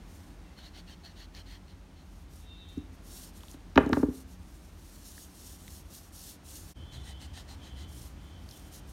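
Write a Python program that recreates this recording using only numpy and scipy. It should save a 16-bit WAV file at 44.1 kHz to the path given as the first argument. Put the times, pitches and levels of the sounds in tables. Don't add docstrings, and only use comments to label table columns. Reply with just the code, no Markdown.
import sys
import numpy as np
from scipy import signal
from scipy.fft import rfft, irfft, next_fast_len
from scipy.io import wavfile
from scipy.ndimage import uniform_filter1d

SR = 44100
rng = np.random.default_rng(int(sys.argv[2]) if len(sys.argv) > 2 else 0)


def wrap_up_sound(samples):
    columns = np.atleast_2d(samples).T
    tamed = np.clip(columns, -1, 1)
    steps = np.round(tamed * 32767).astype(np.int16)
    wavfile.write(sys.argv[1], SR, steps)


N = 393372
FADE_S = 6.74

# start and end in seconds, level in dB.
NOZZLE_STROKES = [(0.562, 0.622, -55.5), (0.603, .70, -55), (0.732, 0.818, -53), (0.864, .955, -54.5),
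                  (1.031, 1.091, -53.5), (1.075, 1.138, -62), (1.154, 1.266, -53.5), (1.334, 1.428, -51),
                  (1.45, 1.587, -54), (1.67, 1.738, -62), (1.956, 2.04, -65), (6.912, 6.986, -52.5),
                  (6.968, 7.045, -60.5), (7.03, 7.139, -51.5), (7.194, 7.275, -51), (7.328, 7.433, -50.5),
                  (7.472, 7.56, -51.5), (7.61, 7.709, -56.5), (7.759, 7.856, -54.5)]
# frequency in Hz, relative level in dB.
FLAP_SPECTRA = [
    [(500, -27), (700, -5), (1250, -13), (1890, -3), (2420, -12), (3060, -0.5), (3600, -7.5), (4310, 3),
     (4900, -10.5), (5900, -10), (7700, -16.5), (8800, -16.5), (11700, -20), (15800, -28)],
    [(400, -27), (750, -1.5), (1300, -13), (1900, -5.5), (2380, -12), (2900, -4.5), (3420, -8),
     (3950, -1.5), (4560, -7.5), (5000, -9), (6500, -9.5), (7400, -9), (8400, -9), (15800, -27.5)],
]

def nozzle():
    strokes = [((start + end) / 2, (end - start) / 2, (end - start) / 2, db)
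               for start, end, db in NOZZLE_STROKES]
    pressure = arches(strokes, fullness=0.7)
    second_flap = np.arange(N) / SR > FADE_S
    return sum(rub(pressure * flap, spectrum, grain_db=2.0, catch_db=0.6, patch_db=2.5)
               for flap, spectrum in zip([~second_flap, second_flap], FLAP_SPECTRA))


# fastest moment, rise and fall in seconds, level in dB.
GLOVE_SLIDES = [(.15, .12, 0.24, -63.5), (2.2, 0.23, .06, -68), (2.37, 0.086, .11, -60),
                (2.7, .03, 0.12, -66), (2.945, .025, .025, -66), (3.22, .21, .1, -49.5),
                (3.365, 0.037, 0.04, -55), (3.43, .12, .1, -60), (3.515, .05, 0.057, -56),
                (3.8, .05, .12, -63), (3.975, .08, .1, -54.5), (4.165, .05, .08, -54),
                (4.1, 0.062, .2, -64), (4.32, 0.066, 0.058, -60.5), (4.56, 0.24, 0.32, -64),
                (4.96, 0.23, 0.16, -56.5), (5.09, 0.063, .05, -50.5), (5.2, 0.11, 0.1, -51),
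                (5.5, 0.24, .1, -51.5), (5.76, 0.28, .08, -53.5), (5.88, 0.066, .04, -64.5),
                (5.96, 0.067, 0.065, -49), (6.04, .05, 0.096, -59), (6.15, 0.032, 0.087, -50.5),
                (6.28, 0.16, 0.1, -49), (6.52, 0.092, 0.18, -49.5), (6.71, 0.096, 0.039, -54),
                (7.9, .03, .05, -61), (7.99, .09, 0.15, -53), (8.26, .08, .09, -68), (8.44, .09, .05, -67),
                (8.52, 0.06, 0.22, -58), (8.67, .04, .05, -62), (8.765, .06, 0.042, -50),
                (8.905, 0.041, .04, -59)]
# frequency in Hz, relative level in dB.
GLOVE_SPECTRUM = [(880, -39), (1500, -16), (1740, -9), (2360, -22), (2740, -4), (3790, -2), (4260, 0.5),
                  (4890, -1.5), (5350, 2), (7700, 2.5), (9370, 2.5), (10400, 3), (12600, -1.5), (15800, -9)]

def gloves():
    pressure = arches(GLOVE_SLIDES, fullness=1.05)
    return rub(pressure, GLOVE_SPECTRUM, grain_db=2.0, catch_db=1.23, patch_db=1.5)


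def rub(pressure, spectrum, grain_db, catch_db, patch_db):
    slips = rng.standard_normal(N) * undb(grain_db * rng.exponential(size=N))
    sheet = bending_sheet(colour(slips, spectrum), patch_db)
    return sheet * undb(catch_db * walk(90)) * pressure


def bending_sheet(x, spread_db, hold_s=.05, width_hz=120):
    frames = signal.stft(x, nperseg=512)[2]
    patches = rng.standard_normal(frames.shape)
    for axis, size in enumerate([int(width_hz * 512 / SR) + 1, int(hold_s * SR / 256) + 1]):
        patches = uniform_filter1d(uniform_filter1d(patches, size, axis=axis), size, axis=axis)
    return unit(signal.istft(frames * undb(spread_db * unit(patches)), nperseg=512)[1][:N])


# start in seconds, level in dB, pitch in Hz,
# cycles to fade to 1 / e.
CREASE_SNAPS = [(.5884, -47, 1500, 1.3), (1.05, -42, 4400, 2.5), (1.3498, -40, 4250, 2.5),
                (2.6894, -48, 6500, 1.2), (2.7794, -47, 6500, 1.3), (3.407, -46, 3200, 2.2),
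                (3.434, -41, 3260, 1), (3.436, -45, 1000, 1.3), (3.4835, -40, 3600, 1.3),
                (3.5145, -35, 6500, 1.5), (3.863, -43, 7000, 1.5), (3.893, -35, 7000, 0.92),
                (5.1795, -43, 1760, 2.3), (5.6797, -43, 2050, 1.7), (5.68, -43, 3690, 2.5),
                (8.49, -39.5, 4470, 2), (8.511, -38, 5540, 3.6), (8.514, -42, 4000, 2.5),
                (8.523, -42, 5000, 2.2)]

def creases(tick_db=-6, tick_s=.0006):
    t, out = np.arange(300) / SR, np.zeros(N)
    for start, db, hz, cycles in CREASE_SNAPS:
        snap = np.sin(2 * np.pi * hz * t) * -np.expm1(-t * hz) * np.exp(-t * hz / cycles)
        tick = undb(tick_db) * np.exp(-t / tick_s) * band(rng.standard_normal(len(t)), hz, 14000)
        i = int(start * SR)
        out[i:i + len(t)] += undb(db) * (snap / np.abs(snap).max() + tick)
    return out


# start in seconds, boom in dB, contact in ms,
# wall ring in dB, pitch of the part that lands in Hz, fall away from it in dB per octave squared,
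# crack in dB.
BOTTLE_BLOWS = [(2.7715, -21.5, 3.15, -76, 490, 3, -63), (3.541, -38, 2.8, -56, 700, 1, -47),
                (3.7578, -43, 1.5, -28, 1220, 16, -26.5), (3.761, -11, 2.84, -32, 1200, 4, -48),
                (3.7758, -13.7, 0.42, -8.5, 1190, 3.5, -22.5), (3.7836, -25, 0.57, -22, 560, 5, -36),
                (3.805, -22, 1.6, -40, 699, 4, -49), (3.831, -19, 3.4, -50, 606, 4, -58),
                (3.861, -20, 2.1, -41, 700, 4, -40), (3.895, -27.5, 1.2, -32, 600, 8, -58),
                (3.921, -13, 2.6, -56, 500, 4, -63), (3.93, -17, 2.3, -18, 1350, 12, -22),
                (3.9686, -19.5, 1.6, -26, 740, 5.5, -50), (3.994, -20.5, 2.4, -61, 600, 4, -61),
                (4.0295, -15, 1.6, -28, 700, 5.5, -53), (4.082, -21.5, 2.3, -62, 606, 4, -63)]
# frequency in Hz, relative level in dB,
# seconds to fade by 60 dB.
TABLE_MODES = [(52, -18, 0.24), (77.6, -7.5, 0.089), (126.8, -20.5, 0.2), (174, -7, 0.0713), (247, -2, .11),
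               (292, 1.5, .15), (260.2, -17.5, 0.55), (322, -10, 0.084), (408, 1, 0.07), (485, -3, 0.066)]
WALL_MODES = [(555, 2, 0.049), (657, -4, 0.044), (784, -3, 0.033), (930, 0, 0.025), (1090, -7.5, 0.037),
              (1180, -0.5, 0.019), (1420, -6, 0.033), (1506, -11, .03), (1627, 1.5, 0.014), (1783, -4, .02),
              (2015, -4, 0.015), (2510, -5, 0.015), (3000, -5, 0.023), (3200, -14, 0.01), (3820, -9, 0.013)]

def bottle():
    t, out = np.arange(SR // 2) / SR, np.zeros(N)
    for start, boom_db, contact_ms, wall_db, part_hz, fall_db, crack_db in BOTTLE_BLOWS:
        boom = ring(TABLE_MODES, lambda hz: boom_db - 12 * (hz * contact_ms / 1000) ** 2, t, 0.000099)
        wall = ring(WALL_MODES, lambda hz: wall_db - fall_db * np.log2(hz / part_hz) ** 2, t, 0.00037)
        burst = rng.standard_normal(len(t))
        bright = band(burst, 2000, 5500) + undb(-18) * band(burst, 7000, 14500)
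        crack = undb(crack_db) * np.exp(-t / 0.0034) * bright
        i = int(start * SR)
        out[i:i + len(t)] += boom + wall + crack
    return out


def ring(modes, drive_db, t, lag_s):
    hz, db, t60 = np.transpose(modes)[:, :, None]
    age = np.maximum(t - lag_s * np.sqrt(1000 / hz), 0)
    sense = (-1) ** np.arange(len(modes))[:, None]
    swing = np.sin(2 * np.pi * hz * age) * -np.expm1(-age * hz / 0.49)
    return np.sum(sense * undb(db + drive_db(hz)) * swing * np.exp(-np.log(1000) * age / t60), axis=0)


def room(direct, level_db=-20, t60_s=0.43):
    t = np.arange(SR // 2) / SR
    tail = rng.standard_normal(len(t)) * np.exp(-np.log(1000) * t / t60_s) * np.minimum(t / 0.0088, 1)
    tail = band(tail, 300, 3550)
    return direct + undb(level_db) * signal.fftconvolve(direct, tail / np.sqrt(np.sum(tail ** 2)))[:N]


# loudest moment, rise and fall in seconds, level in dB.
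HORN_BLASTS = [(2.59, 0.21, .3, -62.5)]
# frequency in Hz, relative level in dB.
HORN_SPECTRUM = [(2000, -30), (2300, -22), (2680, -10.5), (3100, -15), (3450, -7), (3650, 1), (3830, -6),
                 (4100, -15), (4600, -30), (5000, -33)]

def horn(reeds_hz=(383, 456.3)):
    t, out = np.arange(N) / SR, 0
    for reed_hz in reeds_hz:
        for hz in reed_hz * np.arange(5, 13):
            level = undb(np.interp(hz, *np.transpose(HORN_SPECTRUM)) + 4.0 * walk(27.95))
            out = out + level * np.sin(2 * np.pi * hz * t + 1.6 * walk(30))
    return np.sqrt(2) * out * arches(HORN_BLASTS)


# loudest moment, rise and fall in seconds, level in dB.
SQUEAL_BURSTS = [(5.7, .2, .3, -78), (6.81, 0.086, .79, -61), (7.63, .06, 0.55, -61.5),
                 (8.28, 0.15, .22, -67), (8.535, .045, 0.065, -62.5), (8.65, .09, .3, -71)]
WHISTLE_BURSTS = [(.17, .15, .25, -81)]
SQUEAK_BURSTS = [(0.51, .07, .1, -72)]
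# centre and width in Hz, relative level in dB.
SQUEAL_TONES = [(3035, 17, -4.5), (3110, 30, -3.5), (3176, 24, -4.5), (3290, 20, -9), (3460, 82, -4.5),
                (4103, 20, -19)]
WHISTLE_TONES = [(7240, 130, -3), (8520, 23, -2), (8660, 68, 0), (9650, 55, -9), (12000, 120, -7),
                 (12700, 40, -2)]
SQUEAK_TONES = [(2050, 40, -2), (2700, 30, 0)]

def far_squeals():
    squeal = wavering_tones(SQUEAL_TONES) * arches(SQUEAL_BURSTS)
    whistle = wavering_tones(WHISTLE_TONES) * arches(WHISTLE_BURSTS)
    squeak = wavering_tones(SQUEAK_TONES) * arches(SQUEAK_BURSTS)
    return squeal + whistle + squeak


# time in seconds, level in dB.
PASSING_LEVELS = [(6.75, -54), (6.97, -45.5), (7.1, -53.5), (7.5, -52), (8.21, -48), (8.4, -54),
                  (8.74, -55), (8.92, -48)]
# centre and width in Hz, relative level in dB.
PASSING_TONES = [(66.1, 13, -0.5), (82.2, 14, -3.5), (121.1, 8.7, -8)]

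def passing_engine():
    return wavering_tones(PASSING_TONES) * level_curve(PASSING_LEVELS)


# time in seconds, level in dB.
IDLE_LEVELS = [(0, -55.5), (2, -52), (4.5, -52.5), (5.8, -55), (6.3, -61), (6.74, -52.5), (6.75, -57),
               (8.92, -59)]

def idling_engine(firing_hz=45.8):
    phase = 2 * np.pi * np.cumsum(firing_hz * (1 + .03 * walk(4.3))) / SR
    hum = sum(undb(db + 3.1 * walk(9)) * np.sin(order * phase) for order, db in [(1, -1), (4, -14.5)])
    return np.sqrt(2) * hum * level_curve(IDLE_LEVELS)


# frequency in Hz, relative level in dB.
STREET_SPECTRUM = [(15, -20), (25, -4), (64, 3.5), (89, 2.5), (104, -16), (184, -14.5), (222, -19.5),
                   (291, -18.5), (461, -30), (542, -29.5), (834, -30), (905, -31.5), (2030, -37.5),
                   (9460, -47), (15800, -58.5)]
# time in seconds, rumble in dB, roar in dB.
TRAFFIC_LEVELS = [(0, -55, -53), (1.8, -56.5, -56), (2.6, -51, -55.5), (3.2, -62.5, -53), (4.4, -50, -55),
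                  (5.2, -61, -55), (5.7, -52, -54.5), (6.3, -60.5, -54.5), (6.74, -58, -52.5),
                  (6.75, -51, -53), (7.2, -50.5, -53), (7.6, -54.5, -52), (8.1, -47, -52.5),
                  (8.5, -56, -52.5), (8.92, -53, -52)]

def street(split_hz=115):
    times, rumble_db, roar_db = np.transpose(TRAFFIC_LEVELS)
    noise = colour(rng.standard_normal(N), STREET_SPECTRUM)
    low = signal.sosfiltfilt(signal.butter(2, split_hz, fs=SR, output="sos"), noise)
    rumble = unit(low) * level_curve(np.c_[times, rumble_db])
    roar = unit(noise - low) * level_curve(np.c_[times, roar_db])
    return rumble + roar


def wavering_tones(tones):
    return sum(undb(db + 1.8 * walk(7))
               * unit(band(rng.standard_normal(N), hz - width / 2, hz + width / 2))
               for hz, width, db in tones)


def arches(events, fullness=1.14):
    t, power = np.arange(0, N, 32) / SR, 0
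    for top, rise, fall, db in events:
        angle = np.interp(t, [top - rise, top, top + fall], [0, np.pi / 2, np.pi])
        power = power + undb(2 * db) * np.abs(np.sin(angle)) ** (2 * fullness)
    return np.interp(np.arange(N) / SR, t, np.sqrt(power))


def level_curve(points):
    return undb(np.interp(np.arange(N) / SR, *np.transpose(points), left=-200, right=-200))


def colour(x, spectrum):
    hz, db = np.transpose(spectrum)
    size = next_fast_len(N)
    bins_hz = np.arange(size // 2 + 1) * SR / size + 1
    response = undb(np.interp(np.log(bins_hz), np.log(hz), db))
    return unit(irfft(rfft(x, size) * response, size)[:N])


def walk(rate_hz):
    hold = int(SR / rate_hz)
    return 1.3 * uniform_filter1d(np.repeat(rng.standard_normal(N // hold + 1), hold), hold)[:N]


def band(x, lo_hz, hi_hz):
    return signal.sosfilt(signal.butter(2, [lo_hz, hi_hz], "bandpass", fs=SR, output="sos"), x)


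def undb(db):
    return 10 ** (np.asarray(db) / 20)


def unit(x):
    return x / np.sqrt(np.mean(x ** 2))


def scene():
    rubbing = nozzle() + gloves()
    outside = horn() + far_squeals() + passing_engine() + idling_engine() + street()
    return (rubbing + creases() + room(bottle()) + outside)[None]


# centre and width in Hz, gain in dB.
HOUSING_NOTCHES = [(5000, 120, -3), (7690, 1140, -4), (10400, 1300, -6.5)]
LOW_CUT_HZ, HIGH_CUT_HZ = 41, 15800
FADE_OUT_S, FADE_IN_S = 0.033, 0.031

def record(dry):
    for hz, width, db in HOUSING_NOTCHES:
        dry = dry - (1 - undb(db)) * signal.lfilter(*signal.iirpeak(hz, hz / width, fs=SR), dry)
    dry = signal.sosfilt(signal.butter(4, LOW_CUT_HZ, "highpass", fs=SR, output="sos"), dry)
    t = np.arange(N) / SR - FADE_S
    fade = np.clip(np.maximum(-t / FADE_OUT_S, t / FADE_IN_S), 0, 1)
    return signal.sosfilt(signal.ellip(10, .2, 70, HIGH_CUT_HZ, fs=SR, output="sos"), dry * fade)


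dry = scene()
out = record(dry)
wrap_up_sound(out)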